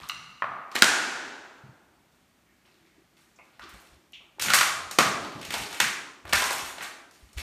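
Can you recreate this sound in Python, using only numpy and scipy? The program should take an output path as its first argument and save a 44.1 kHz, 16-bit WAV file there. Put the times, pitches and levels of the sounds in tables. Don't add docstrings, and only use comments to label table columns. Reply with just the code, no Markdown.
import sys
import numpy as np
from scipy import signal
from scipy.fft import rfft, irfft
from scipy.io import wavfile

SR = 44100
rng = np.random.default_rng(int(sys.argv[2]) if len(sys.argv) > 2 else 0)


def invert_db(level):
    return 10 ** (np.asarray(level, dtype=float) / 20)


def pcm_store(signal):
    levels = np.round(np.clip(np.atleast_2d(signal), -1, 1) * 32767)
    wavfile.write(sys.argv[1], SR, levels.astype(np.int16).T)


N = 327212


def rms_one(x):
    return x / np.sqrt(np.mean(x ** 2) + 1e-20)


def peak_one(x):
    return x / np.max(np.abs(x))


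def band(x, low_hz, high_hz, order=2):
    edges = [low_hz, min(high_hz, 0.45 * SR)]
    return signal.sosfilt(signal.butter(order, edges, "band", fs=SR, output="sos"), x)


def resonance(x, hz, width_hz):
    r = np.exp(-np.pi * width_hz / SR)
    feedback = [1, -2 * r * np.cos(2 * np.pi * hz / SR), r * r]
    return signal.lfilter([(1 - r * r) / 2, 0, (r * r - 1) / 2], feedback, x)


def double_resonance(x, hz, width_hz):
    return resonance(resonance(x, hz, width_hz), hz, width_hz)


def at_hz(table, hz):
    f, *columns = np.transpose(table)
    return [np.interp(np.log(hz), np.log(f), column) for column in columns]


def strokes(start_s, lasts_s, level_db, rise_s, sag_db, fall_s):
    t = np.arange(0, N, 32) / SR
    gain = np.zeros(len(t))
    for s, lasts, db in zip(start_s, lasts_s, level_db):
        full = s + rise_s
        times = [s - rise_s, full, full + lasts, full + lasts + fall_s]
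        levels = [db - 40, db, db - sag_db, db - 60]
        gain += invert_db(np.interp(t, times, levels, left=-200, right=-200))
    return np.interp(np.arange(N) / SR, t, gain)


def plate(force, ridge_db, ridge_width_hz, main_hz, knock_db, high_db, edge_db):
    parts = [(ridge_db, lambda v: double_resonance(v, main_hz, ridge_width_hz)),
             (-4, lambda v: band(v, main_hz * 0.5, main_hz * 1.85, order=3)),
             (knock_db + 11, lambda v: -band(v, 190, 640)),
             (high_db, lambda v: -band(v, 1800, 4500)),
             (edge_db + 10.5, lambda v: band(band(v, 3200, 8700, order=1), 1900, 18000))]
    click = signal.unit_impulse(len(force))
    return sum(invert_db(db) * part(force) / np.sqrt(np.sum(part(click) ** 2)) for db, part in parts)


def snaps(rows, tear_s, ridge_db, ridge_width_hz):
    size = 2048
    direct, all_round = np.zeros((2, N + size))
    t = np.arange(size) / SR
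    tearing = rng.standard_normal((len(rows), size))
    for (s, peak_db, *modes), noise in zip(rows, tearing):
        colour = ridge_db, ridge_width_hz, *modes
        heard = invert_db(peak_db - 0.5) * peak_one(plate(noise * t * np.exp(-t / tear_s), *colour))
        mean = plate(signal.unit_impulse(size), *colour)
        start = round(s * SR) - 10
        direct[start:start + size] += heard
        all_round[start:start + size] += mean * np.sqrt(np.sum(heard ** 2) / np.sum(mean ** 2))
    return np.array([direct[:N], all_round[:N]])


# [t/s, peak level/dB, main mode f/Hz, dull knock level/dB re main, high modes level/dB re main]
WHOLE_TILES = [(0.421, -12, 1155, -31.5, -52.5), (0.442, -24, 1230, -32, -48),
               (0.761, -14, 1860, -24, -11.5), (0.821, 4.5, 1500, -22.5, -4),
               (3.594, -33.5, 1278, -34.5, -20.5), (4.502, -11, 1363, -27.5, -6),
               (4.535, -1, 1140, -49.5, -0.5), (4.586, -8.5, 1350, -31.5, 7),
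               (4.6094, -6.5, 1144, -35, -5.5), (4.986, -0.5, 1179, -17.5, -5),
               (5.539, -16.5, 860, -18.5, -2.5), (6.421, -14, 1010, -30, -14),
               (6.506, -16.5, 854, -33.5, -9.5)]
# [t/s, peak level/dB, centre f/Hz, high modes level/dB re centre, sharp edge level/dB re centre]
BROKEN_TILES = [(0.716, -36, 1000, -1, -13), (0.753, -16, 1680, -29, -17), (0.788, -22.5, 1660, 8.5, 7.5),
                (4.396, -20, 1842, -7.5, -14.5), (4.422, -13.5, 1730, -6, -11), (4.459, -19, 1900, -5, -15),
                (4.483, -11.5, 1950, -22, -25), (4.911, -22, 1320, -10, -6), (5.413, -32.5, 1150, 2, -4),
                (5.45, -27, 1230, 7, -2), (5.505, -22, 1940, -11, -16.5), (5.727, -26.5, 1170, 6, -17),
                (5.801, -4.5, 1700, -8.5, -15), (6.252, -31, 1300, -29, -24.5),
                (6.293, -30, 2200, -12, -16), (6.326, -13, 1800, -14, -27), (6.331, -7.5, 1470, -16, -15.5),
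                (6.44, -13.5, 1090, -6, -7), (6.782, -29, 1170, 0, -19), (6.807, -26, 1376, -14, -30.5),
                (7.11, -47, 1395, -8, 5), (7.149, -52.5, 1230, -11, -9), (7.33, -43, 2330, -8, -6),
                (7.38, -30, 2130, -7, -14)]


def cracks():
    whole = [(*row, -12 + 0.6 * row[-1]) for row in WHOLE_TILES]
    broken = [(s, db, hz, -30.5 - 0.38 * db, *bright) for s, db, hz, *bright in BROKEN_TILES]
    return (snaps(whole, tear_s=0.0015, ridge_db=-2.5, ridge_width_hz=360)
            + snaps(broken, tear_s=0.0016, ridge_db=-9, ridge_width_hz=1300))


def grains(per_s, spread_db):
    sizes = invert_db(spread_db * np.minimum(rng.exponential(1, N), 4)) * rng.choice([-1, 1], N)
    return sizes * (rng.random(N) < per_s / SR) + 1e-18


def clumps():
    clump_s, spread_db = 0.012, 3.5
    at = np.arange(0, N / SR + 0.1, clump_s)
    levels = rng.standard_normal(2000)[:len(at)]
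    return rms_one(invert_db(spread_db * np.interp(np.arange(N) / SR, at, levels)))


# [start t/s, lasts t/s, crunch level/dB, fine dust level/dB re crunch, sole rub level/dB re crunch]
SOLE_ROLLS = [(-.03, 0.17, -36, -14.5, -13.5), (0.71, .03, -38, -10, -10), (0.747, 0.048, -19, -9, -8),
              (1.63, .13, -67.5, -18.5, -3.5), (2.1, .14, -67.5, -3.5, -3.5),
              (2.64, 0.36, -61.5, -11.5, -9), (3.16, 0.22, -61.5, -3.5, -12), (3.422, 0.17, -56, -11, -3),
              (3.61, 0.082, -43.5, -21, -6), (3.682, 0.26, -50, -5, -5), (4.403, 0.057, -23, 1, -12),
              (4.486, .035, -25, -9, -15), (4.533, 0.032, -15.5, 2, -21), (4.62, 0.064, -23.5, -2, -8.5),
              (5.203, 0.22, -36.5, -12, 2), (5.419, 0.094, -38.5, -7, -12), (5.517, 0.14, -27, -3, -8),
              (5.7, 0.14, -36.5, -3, -9), (6.264, 0.1, -40, -6, -1), (6.345, .13, -21.5, -5.5, -11.5),
              (6.492, 0.21, -27.5, -2.5, -10), (6.801, 0.064, -29.5, -12, -18),
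              (7.12, 0.37, -56.5, -4, -14), (7.365, 0.1, -35, -5.5, -9)]


def grit():
    s, lasts, crunch_db, dust_db, rub_db = np.transpose(SOLE_ROLLS)
    clicks = grains(900, 3.4)
    dealt = rng.integers(0, 14, N)
    crunch = np.zeros(N)
    for k, hz in enumerate(np.geomspace(900, 4200, 14)):
        crunch += band(clicks * (dealt == k) + 1e-18, hz * 0.8, hz * 1.32)
    dust = band(grains(2500, 5.8), 4100, 12000)
    rub = band(grains(600, 6.3), 190, 900)
    mix = np.zeros(N)
    for layer, db in [(crunch, 0), (dust, dust_db), (rub, rub_db)]:
        weight = strokes(s, lasts, crunch_db + db, rise_s=0.01, sag_db=12, fall_s=0.005)
        mix += weight * rms_one(layer)
    return invert_db(-9) * clumps() * mix


# [t/s, peak level/dB]
SHARD_CLICKS = [
    (0.0955, -24),
    (0.0969, -19.5),
]
# [f/Hz, width f/Hz, level/dB]
SHARD_MODES = [(1160, 51, -2), (1660, 39, -9.5), (2760, 46, -1), (2860, 110, 0.5), (4060, 46, -3.5),
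               (5940, 52, -10)]


def shard():
    click = np.full(N, 1e-18)
    for s, peak_db in SHARD_CLICKS:
        click[round(s * SR)] = invert_db(peak_db)
    rings = np.zeros(N)
    for hz, width_hz, db in SHARD_MODES:
        rings += invert_db(db) * peak_one(double_resonance(click, hz, width_hz + 150))
    scrape = signal.lfilter([1], [1, -np.exp(-1 / (0.003 * SR))], click)
    rasp = band(scrape * rng.standard_normal(N), 1300, 4500)
    return np.max(click) * (peak_one(rings) + invert_db(-1.5) * peak_one(rasp))


# [t/s, peak level/dB, lowest f/Hz, highest f/Hz, lasts t/s]
SMALL_TICKS = [(0.034, -37.5, 910, 1450, 0.012), (0.088, -28, 4000, 14000, 0.0027),
               (2.651, -53, 1700, 3306, .025), (2.462, -62.5, 1600, 2398, .15),
               (2.85, -61.5, 1600, 2390, .15), (3.209, -60.5, 5480, 15000, .03),
               (3.36, -54, 5000, 7500, 0.011), (3.386, -47, 2064, 2670, 0.022),
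               (3.387, -46.5, 450, 1312, 0.033), (3.412, -53, 2010, 2690, 0.018),
               (3.691, -46, 6100, 15000, .01), (3.80, -53, 6000, 15000, .03),
               (4.122, -46.5, 1003, 15060, .002), (4.132, -36.5, 2200, 3500, 0.047),
               (4.133, -51, 3600, 6500, .03), (4.2, -54.5, 450, 1300, 0.099), (4.384, -39, 300, 1100, .006),
               (4.613, -13, 907, 2620, 0.0059), (6.53, -18.5, 1000, 13000, 0.0023),
               (6.83, -40.5, 6600, 8180, 0.038)]


def chips():
    size = 8192
    out, t = np.zeros(N + size), np.arange(size) / SR
    noises = rng.standard_normal((len(SMALL_TICKS), size))
    for (s, peak_db, low_hz, high_hz, lasts), noise in zip(SMALL_TICKS, noises):
        shape = np.minimum(t / 0.0005, 1) * np.exp(-t / lasts)
        burst = band(noise * shape, low_hz, high_hz, order=3)
        start = round(s * SR)
        out[start:start + size] += invert_db(peak_db) * peak_one(burst)
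    return out[:N]


def room(x, walls, first_echo_s, build_up_s):
    t = np.arange(2 * SR) / SR
    white = rng.standard_normal((2, len(t)))
    tail = np.zeros(len(t))
    edges = 60 * 2 ** np.arange(0, 8.6, 0.5)
    for k, (low, high) in enumerate(zip(edges, edges[1:])):
        t60, level_db = at_hz(walls, np.sqrt(low * high))
        tail += band(white[k % 2], low, high) * invert_db(level_db - 60 * t / t60)
    swell = 1 - np.exp(-np.maximum(t - first_echo_s, 0) / build_up_s)
    return signal.fftconvolve(x, invert_db(-30) * tail * swell)[:N]


def echoes(x, walls):
    out = np.zeros(N)
    for delay_s, db in walls:
        lag = round(delay_s * SR)
        out[lag:] += invert_db(db) * x[:N - lag]
    return signal.lfilter([0.6], [1, -0.4], out)


# [f/Hz, time to fall 60 dB t/s, level/dB]
FIRST_TAIL = [(120, 1.2, -15.5), (300, 1.8, -5), (800, 1.76, -5.5), (1600, 1.263, -5.5), (4000, 1.12, -8.5),
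              (7800, 1, -2.5), (14000, 0.33, -9)]
SECOND_TAIL = [(120, 0.32, -29), (300, 1.43, -2.5), (765, 0.99, -3), (1600, 0.69, 2), (4000, 0.68, -3),
               (7400, 0.64, 1.5), (14000, 0.39, -1.5)]
# [delay t/s, level/dB]
FIRST_WALLS = [(.0085, -10.5), (0.0208, -8.5)]
SECOND_WALLS = [(.006, -9.5), (0.0195, -8.5)]


def two_rooms(direct, all_round):
    doorway_s = 2.0
    early = np.arange(N) < doorway_s * SR
    first = room(all_round * early, FIRST_TAIL, first_echo_s=0.002, build_up_s=0.0037)
    first = first + echoes(direct * early, FIRST_WALLS)
    second = room(all_round * ~early, SECOND_TAIL, first_echo_s=0.0018, build_up_s=0.00073)
    return first + second + echoes(direct * ~early, SECOND_WALLS)


# [start t/s, lasts t/s, deep thump level/dB, floor boom level/dB]
WEIGHT_SHIFTS = [(0.005, .06, -58, -50), (0.107, 0.23, -73, -52.5), (0.415, 0.18, -84, -47),
                 (0.812, 0.089, -62, -40), (1.629, .1, -83, -50), (0.95, 0.31, -83, -54),
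                 (3.598, .08, -59, -58), (3.723, .05, -58, -55), (3.91, .05, -58, -66),
                 (4.399, 0.042, -53, -54), (4.452, 0.15, -70, -32.5), (4.643, 0.15, -69, -46),
                 (4.85, 0.13, -65, -52), (4.988, .03, -59, -25), (5.034, 0.076, -64.5, -30.5),
                 (5.13, 0.16, -66, -37), (5.338, .1, -64, -37), (5.47, 0.13, -51.5, -45),
                 (5.576, 0.072, -57, -40), (5.698, .04, -61, -49), (5.801, 0.095, -52, -37),
                 (5.925, 0.17, -84, -53), (6.236, 0.1, -50, -56), (6.332, 0.035, -40, -34.5),
                 (6.387, .12, -57, -45), (6.53, .07, -70, -47), (6.61, 0.056, -57, -50),
                 (6.7, 0.18, -70, -62), (7.233, 0.036, -56, -66), (7.347, .08, -42, -66)]


def thumps():
    s, lasts, deep_db, boom_db = np.transpose(WEIGHT_SHIFTS)
    deep = strokes(s, lasts, deep_db, rise_s=0.02, sag_db=9, fall_s=0.03) + invert_db(-77.5)
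    boom = strokes(s, lasts, boom_db, rise_s=0.02, sag_db=9, fall_s=0.03) + invert_db(-68)
    white = rng.standard_normal((2, N))
    grip = deep * rms_one(band(white[0], 46, 90, order=3))
    slab = boom * invert_db(-7) * rms_one(band(white[1], 110, 230))
    return grip + slab


# [t/s, peak level/dB, f/Hz, time to fall 60 dB t/s]
HEEL_THUDS = [(1.635, -44, 131, 0.15), (1.688, -46, 127.5, 0.098), (3.73, -48, 65, 0.1),
              (3.918, -53, 65, .12), (7.225, -44, 59.7, 0.12), (7.365, -34, 70, 0.14)]


def thuds():
    out = np.zeros(N)
    for s, peak_db, hz, t60 in HEEL_THUDS:
        t = np.maximum(np.arange(N) / SR - s, 0)
        swell = np.minimum(t * hz, 1)
        out += invert_db(peak_db - 60 * t / t60) * swell * 2 * np.sin(2 * np.pi * hz * t)
    return out


# [start t/s, lasts t/s, level/dB]
GUSTS = [(1.75, .3, -77.5), (2.122, .06, -75), (2.64, .32, -69), (2.967, 0.039, -59.5), (3.1, .4, -74),
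         (3.616, 0.104, -57.5), (3.76, 0.41, -70), (4.23, .06, -67), (4.36, .04, -62)]


def draught():
    moan = double_resonance(rng.standard_normal(N), 340, 90)
    return strokes(*np.transpose(GUSTS), rise_s=0.018, sag_db=5, fall_s=0.04) * rms_one(moan)


# [start t/s, lasts t/s, level/dB]
MOTOR = [(4.552, 1, -59.5)]


def drone():
    note = double_resonance(rng.standard_normal(N), 86.3, 7)
    return strokes(*np.transpose(MOTOR), rise_s=0.1, sag_db=3, fall_s=0.2) * rms_one(note)


# [f/Hz, level/dB per Hz]
HISS_COLOUR = [(59, -38.5), (100, -17), (231, -10), (520, -17.5), (2000, -21), (4400, -26.5),
               (10700, -31.5), (15000, -35)]


def still_air():
    hz = np.maximum(np.arange(N // 2 + 1) * SR / N, 1)
    colour = invert_db(at_hz(HISS_COLOUR, hz)[0])
    return invert_db(-66) * rms_one(irfft(rfft(rng.standard_normal(N)) * colour, N))


def scene():
    direct, all_round = cracks()
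    loose, close = grit() + shard(), chips()
    direct = direct + loose + close
    all_round = all_round + loose + invert_db(-6.5) * close
    steps = direct + two_rooms(direct, all_round)
    handling = thumps() + thuds()
    background = draught() + drone() + still_air()
    return (steps + handling + background)[None]


def top_cut(x):
    return signal.sosfilt(signal.butter(12, 16430, fs=SR, output="sos"), x)


# [f/Hz, width f/Hz, share removed/0..1]
HOUSING_DIPS = [(472, 80, 0.47), (5000, 360, 0.16), (10350, 860, 0.49)]


def record(dry):
    for hz, width_hz, share in HOUSING_DIPS:
        dry = dry - share * resonance(dry, hz, width_hz)
    low_pass = signal.cheby2(14, 50, 15700, fs=SR, output="sos")
    mix = np.clip(signal.sosfilt(low_pass, dry), -1, 1)
    return top_cut(mix)


dry = scene()
out = record(dry)
pcm_store(out)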